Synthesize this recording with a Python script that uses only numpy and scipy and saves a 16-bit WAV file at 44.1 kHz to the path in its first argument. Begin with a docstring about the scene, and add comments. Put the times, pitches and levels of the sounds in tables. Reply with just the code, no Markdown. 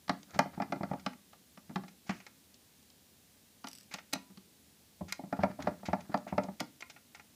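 """First come dull knocks: a hand screwdriver bumps a metal case lying on a wooden table.
It loosens small screws on the circuit board inside. The bit (its tip) catches and slips in the screw
heads, so the case thumps, rings and rocks, the steel shaft ticks, and the threads grind softly.
Halfway through, a freed screw drops on the table and bounces to rest.
A small room adds a short echo, and a close camera microphone adds steady hiss."""
import sys
import numpy as np
from scipy import signal
from scipy.fft import rfft, irfft, next_fast_len
from scipy.io import wavfile
from scipy.ndimage import uniform_filter1d, map_coordinates

SR = 44100
rng = np.random.default_rng(int(sys.argv[2]) if len(sys.argv) > 2 else 0)


def generate_wav(sig):
    """Save sig (samples, or channels by samples) to the path in sys.argv[1] as 16-bit PCM at SR."""
    pcm = np.round(np.clip(np.atleast_2d(sig).T, -1, 1) * 32767).astype(np.int16)
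    wavfile.write(sys.argv[1], SR, pcm)


N = 324135
T = np.arange(SR // 4) / SR  # time within one blow, in seconds

# Each twist: the bit catches, then slips. A positive tilt favours the higher tones.
# slip t/s, slip level/dB, brightness/dB, ring tilt/(dB per octave), catch t/s, catch level/dB, push/dB
TWISTS = [(0.3899, -20, -4.5, 12, 0.359, -47, -46), (0.5998, -29, -11, 3, 0.576, -44, -54.5),
          (0.7222, -31, -4.5, -2, 0.7, -58, -58), (0.8319, -34.5, -5.5, -1, 0.8073, -38, -60),
          (0.9336, -38.5, -7, 6, 0.9122, -33, -55), (5.4336, -21.5, -9.5, -15.5, 5.39, -34, -44),
          (5.6713, -25, -10, -20, 5.643, -53, -44), (5.9305, -24.5, -9, -9, 5.8843, -34, -50),
          (6.1419, -24.5, -7, -4, 6.0948, -50, -48), (6.3795, -23.5, -8, -21, 6.3243, -34, -51)]
# The tool bumps the case, or the case drops back after a slip:
# t/s, ring level/dB, thump level/dB, brightness/dB, thump tilt/(dB per octave)
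BUMPS = [(0.0797, -49.5, -55, 1.5, -12), (0.0939, -28, -29, -1, 11.5), (0.457, -40, -42, -13.5, 15),
         (0.6194, -34.5, -39, -4, 14), (0.758, -48, -41, -5, 8), (1.0623, -35, -33, 1.2, 1),
         (1.3306, -56.5, -70, -0.5, 0.5), (1.574, -54.5, -50.5, 0, 7), (1.694, -56, -42, -3, -3),
         (1.707, -52.5, -43, -8, 5), (1.758, -36, -31.5, -1, -5), (1.835, -51, -51.5, -2.5, 10),
         (2.0939, -35.5, -31, -2, -12), (2.1064, -43, -47, -1, -8), (3.642, -45.5, -43, 0.5, 22),
         (3.6705, -53, -55.5, 2.5, 13), (3.9393, -45, -48.5, -8, 25), (3.9842, -55, -64, -2, 29),
         (4.132, -37.5, -39, -6, 24), (4.155, -44, -40, -3, 10), (4.301, -68, -56, 0, -10),
         (4.373, -67, -50, 7, -3.5), (5.0091, -40.5, -35.5, -20.5, -31), (5.192, -41, -42.5, -27, 25),
         (5.2358, -46.5, -40, -15, -20), (5.326, -29.5, -32.5, -9.5, 18), (5.498, -47, -38.5, -16, -16),
         (5.589, -40, -42, -21, 29), (5.8303, -45, -47, -11, 6), (6.2666, -40, -46.5, -17, 25),
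         (6.4418, -43, -43, -21, -4), (6.4839, -40.5, -39.5, -12.5, 0), (6.605, -35.5, -35, -7, 11)]
# Steel touches steel: t/s, bit level/dB, brightness/dB (bit over shaft), contact time/s
STEEL_TOUCHES = [(0.2305, -54, 10, 0.015), (0.3066, -58.5, 4, 0.023), (0.3396, -54.5, 2, 0.1),
                 (0.39, -34.5, 20, 0.012), (0.9957, -59, -1, 0.04), (1.132, -63.5, -9, 0.021),
                 (1.88, -57.5, -1.5, 0.045), (2.065, -61.5, -1, 0.14), (2.092, -51.5, -11, 0.082),
                 (2.119, -63, 1, 0.38), (2.2015, -62.5, -8, .028), (2.265, -53, -4, 0.027),
                 (2.542, -57, 32, 0.02), (2.827, -66.5, 26, .025), (2.901, -59.5, 32, 0.021),
                 (3.6706, -45, 7, 0.019), (3.911, -57, -6, .13), (3.9387, -39.5, 2, .035),
                 (3.9844, -54, -5, 0.038), (4.126, -48, -2.5, 0.055), (4.1324, -33.5, 5, 0.011),
                 (4.1356, -32, 5.5, 0.011), (5.0814, -55.5, -2.5, 0.12), (5.1233, -34, 0.5, 0.02),
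                 (5.6225, -47.5, -1, 0.023), (5.854, -48.5, -1, 0.092), (6.006, -57, -0.5, 0.034),
                 (6.174, -53, 14, 0.02), (6.2753, -59, -6.5, 0.098), (6.4342, -52, 5, 0.029),
                 (6.597, -53.5, -6, .035), (6.6022, -36.5, 1.5, 0.025), (6.8057, -49.5, 4, 0.036),
                 (6.823, -54, -13, 0.012), (6.8976, -51.5, 1, 0.05), (6.962, -66.5, -12, 0.039),
                 (7.147, -54.5, -4.5, 0.049), (7.196, -62.5, -11.5, 0.027)]
# The case settles on its feet: t/s, level/dB
CASE_LANDINGS = [(5.015, -46.5), (5.392, -44), (5.645, -52), (5.885, -44), (6.326, -45)]
# The tumbling screw lands, now on its head, now on its tip: t/s, level/dB
SCREW_LANDINGS = [(3.681, -57), (3.685, -47), (3.714, -53), (3.731, -48.5), (3.7514, -52), (3.7581, -56),
                  (3.7756, -59), (3.7844, -52.5), (3.802, -62), (3.8095, -56), (3.831, -61)]

# The natural tones of each part, before a blow tilts their levels or shortens them:
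# f/Hz, relative level/dB, fade time/s (the time to fall by 60 dB)
THUMP_TONES = [(164, -8.5, 0.071), (193, 4, 0.12), (244.7, 0.5, 0.054), (276.7, -3, 0.11)]  # the case's low thump on the table
CASE_TONES = [(497, -11.5, 0.016), (594.3, 4, 0.11), (705.6, 6.5, 0.078), (835.5, 4, 0.098),
              (915, -5.5, 0.12)]  # the case's dull ring
BOARD_TONES = [(1116, -4.5, .04), (1183, 8.5, 0.03), (1330, -1.5, 0.063), (1387, -3, 0.083),
               (1722, -4.5, .05), (1990, -5, 0.055), (2178, -6.5, 0.027), (2434, -11, 0.076)]  # the circuit board
SHAFT_TONES = [(1018, -18, 0.15), (1404, -2, 0.047), (1900, -2.5, 0.035), (2166, 3.5, 0.024),
               (2455, -5, .035), (2680, -15.5, .025)]  # the screwdriver's shaft
BIT_TONES = [(3200, -10.5, 0.0061), (4090, 5.5, 0.024), (4913, 9.5, 0.017), (6360, -7.5, 0.023),
             (6380, 1, 0.0239), (7210, 4.5, 0.015), (7670, 1, 0.019)]  # its tip
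EDGE_TONES = [(8600, 0, .015), (9400, -2, .012), (10250, -2, .015), (10900, -3, .014), (11700, -4, .012),
              (13000, -6, .012), (14000, -8, .012)]  # the sharp top octave of a steel click
FOOT_TONES = [(84, 7, 0.135), (112, -15, 0.049)]  # the case on its feet
SCREW_TONES = [(2820, -4, .009), (3700, -6, .008), (4670, 0, .01), (5150, 0, .01), (5790, -1, .012),
               (7850, -1, .014), (8300, -4, .011), (10200, -6, .01), (12600, -8, .012), (13600, -10, .012)]  # the screw on wood

# How deep or bright each noise is: f/Hz, relative level/dB
GROAN_SPECTRUM = [(40, -33), (65, -12), (85, 4), (110, -12), (188, -1.5), (280, -9), (400, -20), (600, -8),
                  (820, -8), (1050, -14.5), (1300, -10), (2000, -18), (3500, -45)]  # the groaning case
SCRAPE_SPECTRUM = [(600, -31), (1300, -7.5), (2200, 7.5), (5000, 12), (7000, -9), (10000, -21)]  # the scraping bit and thread
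HISS_SPECTRUM = [(15, -51), (25, -30), (43, -17), (75, -4), (96, -6), (122, -9), (226, -4), (313, -10.5),
                 (432, -14), (1410, -23.5), (1530, -21), (2170, -21), (3810, -18.5), (13500, -22),
                 (15400, -22)]  # background hum and hiss
# How long the room echoes: f/Hz, fade time/s
ECHO_FADES = [(100, 0.39), (250, 0.45), (700, 0.17), (2000, 0.3), (5000, 0.21), (12000, 0.11)]
# How strongly it echoes: f/Hz, level/dB
ECHO_LEVELS = [(80, -9), (200, -8.5), (700, -9.5), (2000, -13), (5000, -11.5), (12000, -20)]


def twists():
    """Every twist gives a dull bump as the loose bit catches in the screw head, then a slip."""
    out = np.zeros(N)
    for slip_s, slip_db, bright_db, tilt_db, catch_s, catch_db, _ in TWISTS:
        # for its strength, the catch thumps more heavily than the slip
        catch = jolt(catch_db, thump_db=0.5 * catch_db - 15, bright_db=-14.5,
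                     length=0.3, tilt_db=7, thump_tilt_db=-8)
        slip = jolt(slip_db, thump_db=0.5 * slip_db - 17.5, bright_db=bright_db,
                    length=0.8, tilt_db=tilt_db, thump_tilt_db=7.5)
        add(out, catch_s, catch)
        add(out, slip_s, slip)
    return out


def knocks():
    """Single bumps as the tool is seated, eased back or lifted, or as the case drops back."""
    out = np.zeros(N)
    for s, ring_db, thump_db, bright_db, thump_tilt_db in BUMPS:
        tilt_db = 14 + 1.1 * bright_db  # a brighter bump favours the case's higher tones
        bump = jolt(ring_db, thump_db, bright_db, length=0.67, tilt_db=tilt_db,
                    thump_tilt_db=thump_tilt_db)
        add(out, s, bump)
    return out


def jolt(ring_db, thump_db, bright_db, length, tilt_db, thump_tilt_db):
    """One blow: the case thumps and rings; a bright blow also rattles the board and clicks the steel."""
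    thump = struck(THUMP_TONES, (124.6, 375.6), crack_db=-8.5, crack_s=0.1, rise_s=0.001,
                   length=length, tilt_db=thump_tilt_db)
    ring = struck(CASE_TONES, (467, 1021), crack_db=-8, crack_s=0.089, rise_s=0.0001,
                  length=length, tilt_db=tilt_db)
    board = struck(BOARD_TONES, (1000, 2210), crack_db=-4.5, crack_s=0.047, rise_s=0.001, length=0.85)
    click = struck(BIT_TONES, (2370, 5600), crack_db=13, crack_s=0.024, rise_s=0.000827)
    edge = struck(EDGE_TONES, (5700, 11000), crack_db=21.5, crack_s=0.016, rise_s=0.00083)
    steel = amp(2.2 * bright_db - 4.5) * (click + amp(-19.5) * edge)
    return amp(thump_db) * thump + amp(ring_db) * (ring + amp(bright_db) * board + steel)


def ticks():
    """The bit finds the slot or skids off it: the steel ticks and wakes the case's higher tones."""
    out = np.zeros(N)
    for s, db, bright_db, contact_s in STEEL_TOUCHES:
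        rise_s = 0.062 * contact_s
        case = struck(CASE_TONES, (196.3, 1106), crack_db=3.5, crack_s=0.013, rise_s=rise_s,
                      length=0.54, tilt_db=12.5)
        shaft = struck(SHAFT_TONES, (1157, 2790), crack_db=-5, crack_s=1.9 * contact_s, rise_s=rise_s,
                       tilt_db=8)
        bit = struck(BIT_TONES, (2880, 6950), crack_db=5.5, crack_s=contact_s, rise_s=rise_s, length=0.8)
        edge = struck(EDGE_TONES, (7100, 13380), crack_db=2.5, crack_s=0.49 * contact_s, rise_s=rise_s)
        edge_db = 12 + 1.603 * db  # harder touches sound sharper
        case_db = -33 + 0.46 * db - 0.45 * bright_db  # brighter touches stir the case less
        steel = amp(db) * bit + amp(db - bright_db) * shaft + amp(edge_db) * edge
        add(out, s, steel + amp(case_db) * case)
    return out


def shaft_ring(start_s=4.136, level_db=-58, hz=984, fade_s=0.52):
    """The shaft rings on with one pure tone after its hardest tap."""
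    out = np.zeros(N)
    add(out, start_s, amp(level_db - 60 * T / fade_s) * np.sin(2 * np.pi * hz * T))
    return out


def rocking():
    """Pushing down near a corner tips the case, which settles with a low bump."""
    out = np.zeros(N)
    for s, db in CASE_LANDINGS:
        bump = struck(FOOT_TONES, (70, 135), crack_db=-16, crack_s=0.072, rise_s=0.01)
        add(out, s, amp(db) * bump)
    return out


def dropped_screw():
    """A tiny screw hops on the table, pinging at each landing as the hops die away."""
    out = np.zeros(N)
    for s, db in SCREW_LANDINGS:
        ping = struck(SCREW_TONES, (1500, 14000), crack_db=-4, crack_s=0.016, rise_s=0.0004)
        add(out, s, amp(db) * ping)
    return out


def grinding(slips_per_s=2500, swing_db=7, scrape_db=-17):
    """Around each twist, tiny slips of bit and thread make the case groan and scrape faintly."""
    # the thread catches and lets go many times a second: a smooth curve through random points
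    step = 800  # samples between points
    grip = map_coordinates(rng.standard_normal(N // step + 4), [np.arange(N) / step])
    slipping = rng.random(N) < slips_per_s / SR
    slips = amp(swing_db * grip) * slipping * rng.standard_normal(N)
    groan = coloured(slips, GROAN_SPECTRUM)
    scrape = amp(scrape_db) * coloured(slips, SCRAPE_SPECTRUM)
    return hand_push() * (groan + scrape)


def hand_push(lead_s=0.027, press_db_per_s=261, relax_db_per_s=146.5):
    """The hand's push builds up, peaks just before each slip, then eases off."""
    out = np.zeros(N)
    for slip_s, *_, push_db in TWISTS:
        from_peak_s = np.arange(N) / SR - (slip_s - lead_s)
        swell_db = np.minimum(press_db_per_s * from_peak_s, -relax_db_per_s * from_peak_s)
        out = np.maximum(out, amp(push_db + swell_db))
    return out


def room(x, delay_s=0.0054):
    """The walls echo. Moving hands change the echo, so each quarter second gets a new random tail."""
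    out = np.zeros(N)
    for start in range(0, N, SR // 4):
        hz, t, noise = signal.stft(rng.standard_normal(SR // 2), SR, nperseg=256)
        fade = amp(-60 * t / along(ECHO_FADES, hz)[:, None])
        energy = np.mean(fade ** 2, axis=1, keepdims=True) * SR / 2
        fade *= amp(along(ECHO_LEVELS, hz))[:, None] / np.sqrt(energy)
        tail = signal.istft(noise * fade, SR, nperseg=256)[1]
        add(out, start / SR + delay_s, signal.fftconvolve(x[start:start + SR // 4], tail))
    return out


def hiss(level_db=-63):
    """Steady noise: a low hum and the microphone's hiss."""
    return amp(level_db) * coloured(rng.standard_normal(N), HISS_SPECTRUM)


def struck(tones, crack_band_hz, crack_db, crack_s, rise_s, length=1, tilt_db=0):
    """A hit part rings with clear tones, plus a noisy crack of many crowded, fast-fading ones."""
    hz, db, fade_s = np.transpose(tones)[:, :, None]
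    strength, detune = rng.standard_normal((2, len(tones), 1))
    # neighbouring tones swing opposite ways; the grip shifts their pitch a little
    direction = (-1) ** np.arange(len(tones))[:, None]
    waves = direction * np.sin(2 * np.pi * hz * (1 + 0.006 * detune) * T)
    # where the blow lands sets each tone's share; tilt_db is per octave
    db = db + 2 * strength + tilt_db * np.log2(hz / hz[0])
    ring = np.sum(waves * amp(db - 60 * T / (fade_s * length)), axis=0)
    band = signal.butter(4, crack_band_hz, "band", fs=SR, output="sos")
    burst = rng.standard_normal(len(T)) * amp(-60 * T / crack_s)
    crack = signal.sosfilt(band, burst)
    attack = 1 - np.exp(-T / rise_s)  # the force takes a moment to build
    return unit_blow(attack * (unit_blow(ring) + amp(crack_db) * unit_blow(crack)))


def unit_blow(x):
    """Scale a blow so its loudest 5 ms have an average strength (rms) of 1."""
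    power = uniform_filter1d(x ** 2, SR // 200, mode="constant")
    return x / np.sqrt(np.max(power) + 1e-20)


def coloured(x, spectrum):
    """Shape x with a spectrum table, then scale it to an average strength (rms) of 1."""
    shaped = filtered(x, lambda hz: amp(along(spectrum, hz)))
    return shaped / np.sqrt(np.mean(shaped ** 2) + 1e-20)


def filtered(x, gain_at):
    """Multiply each frequency in x by gain_at(hz)."""
    size = next_fast_len(len(x) + 8192)
    hz = np.fft.rfftfreq(size, 1 / SR)
    return irfft(rfft(x, size) * gain_at(hz), size)[:len(x)]


def along(points, hz):
    """Read between the rows of a (f/Hz, value) table, with octaves evenly spaced."""
    row_hz, values = np.transpose(points)
    return np.interp(np.log(hz + 1), np.log(row_hz), values)


def amp(db):
    """Turn decibels into a multiplier."""
    return 10 ** (np.asarray(db) / 20)


def add(track, s, sound):
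    """Mix a sound in at s seconds."""
    part = track[max(round(s * SR), 0):][:len(sound)]
    part += sound[:len(part)]


def scene():
    """The work on the case, the falling screw, their echo and the hiss, in one channel."""
    work = twists() + knocks() + ticks() + shaft_ring() + grinding() + rocking()
    screw = dropped_screw()
    background = hiss()
    echo = room(work + amp(5) * screw)  # the screw wakes the room a little more than the case does
    return (work + screw + echo + background)[None]


def record(dry, low_cut_hz=55, top_hz=15550):
    """The small microphone loses the deep bass; the camera keeps nothing above top_hz."""
    low_cut = signal.butter(2, low_cut_hz, "high", fs=SR, output="sos")
    thin = signal.sosfilt(low_cut, dry[0])
    return filtered(thin, lambda hz: hz < top_hz)[None]


dry = scene()
out = record(dry)
generate_wav(out)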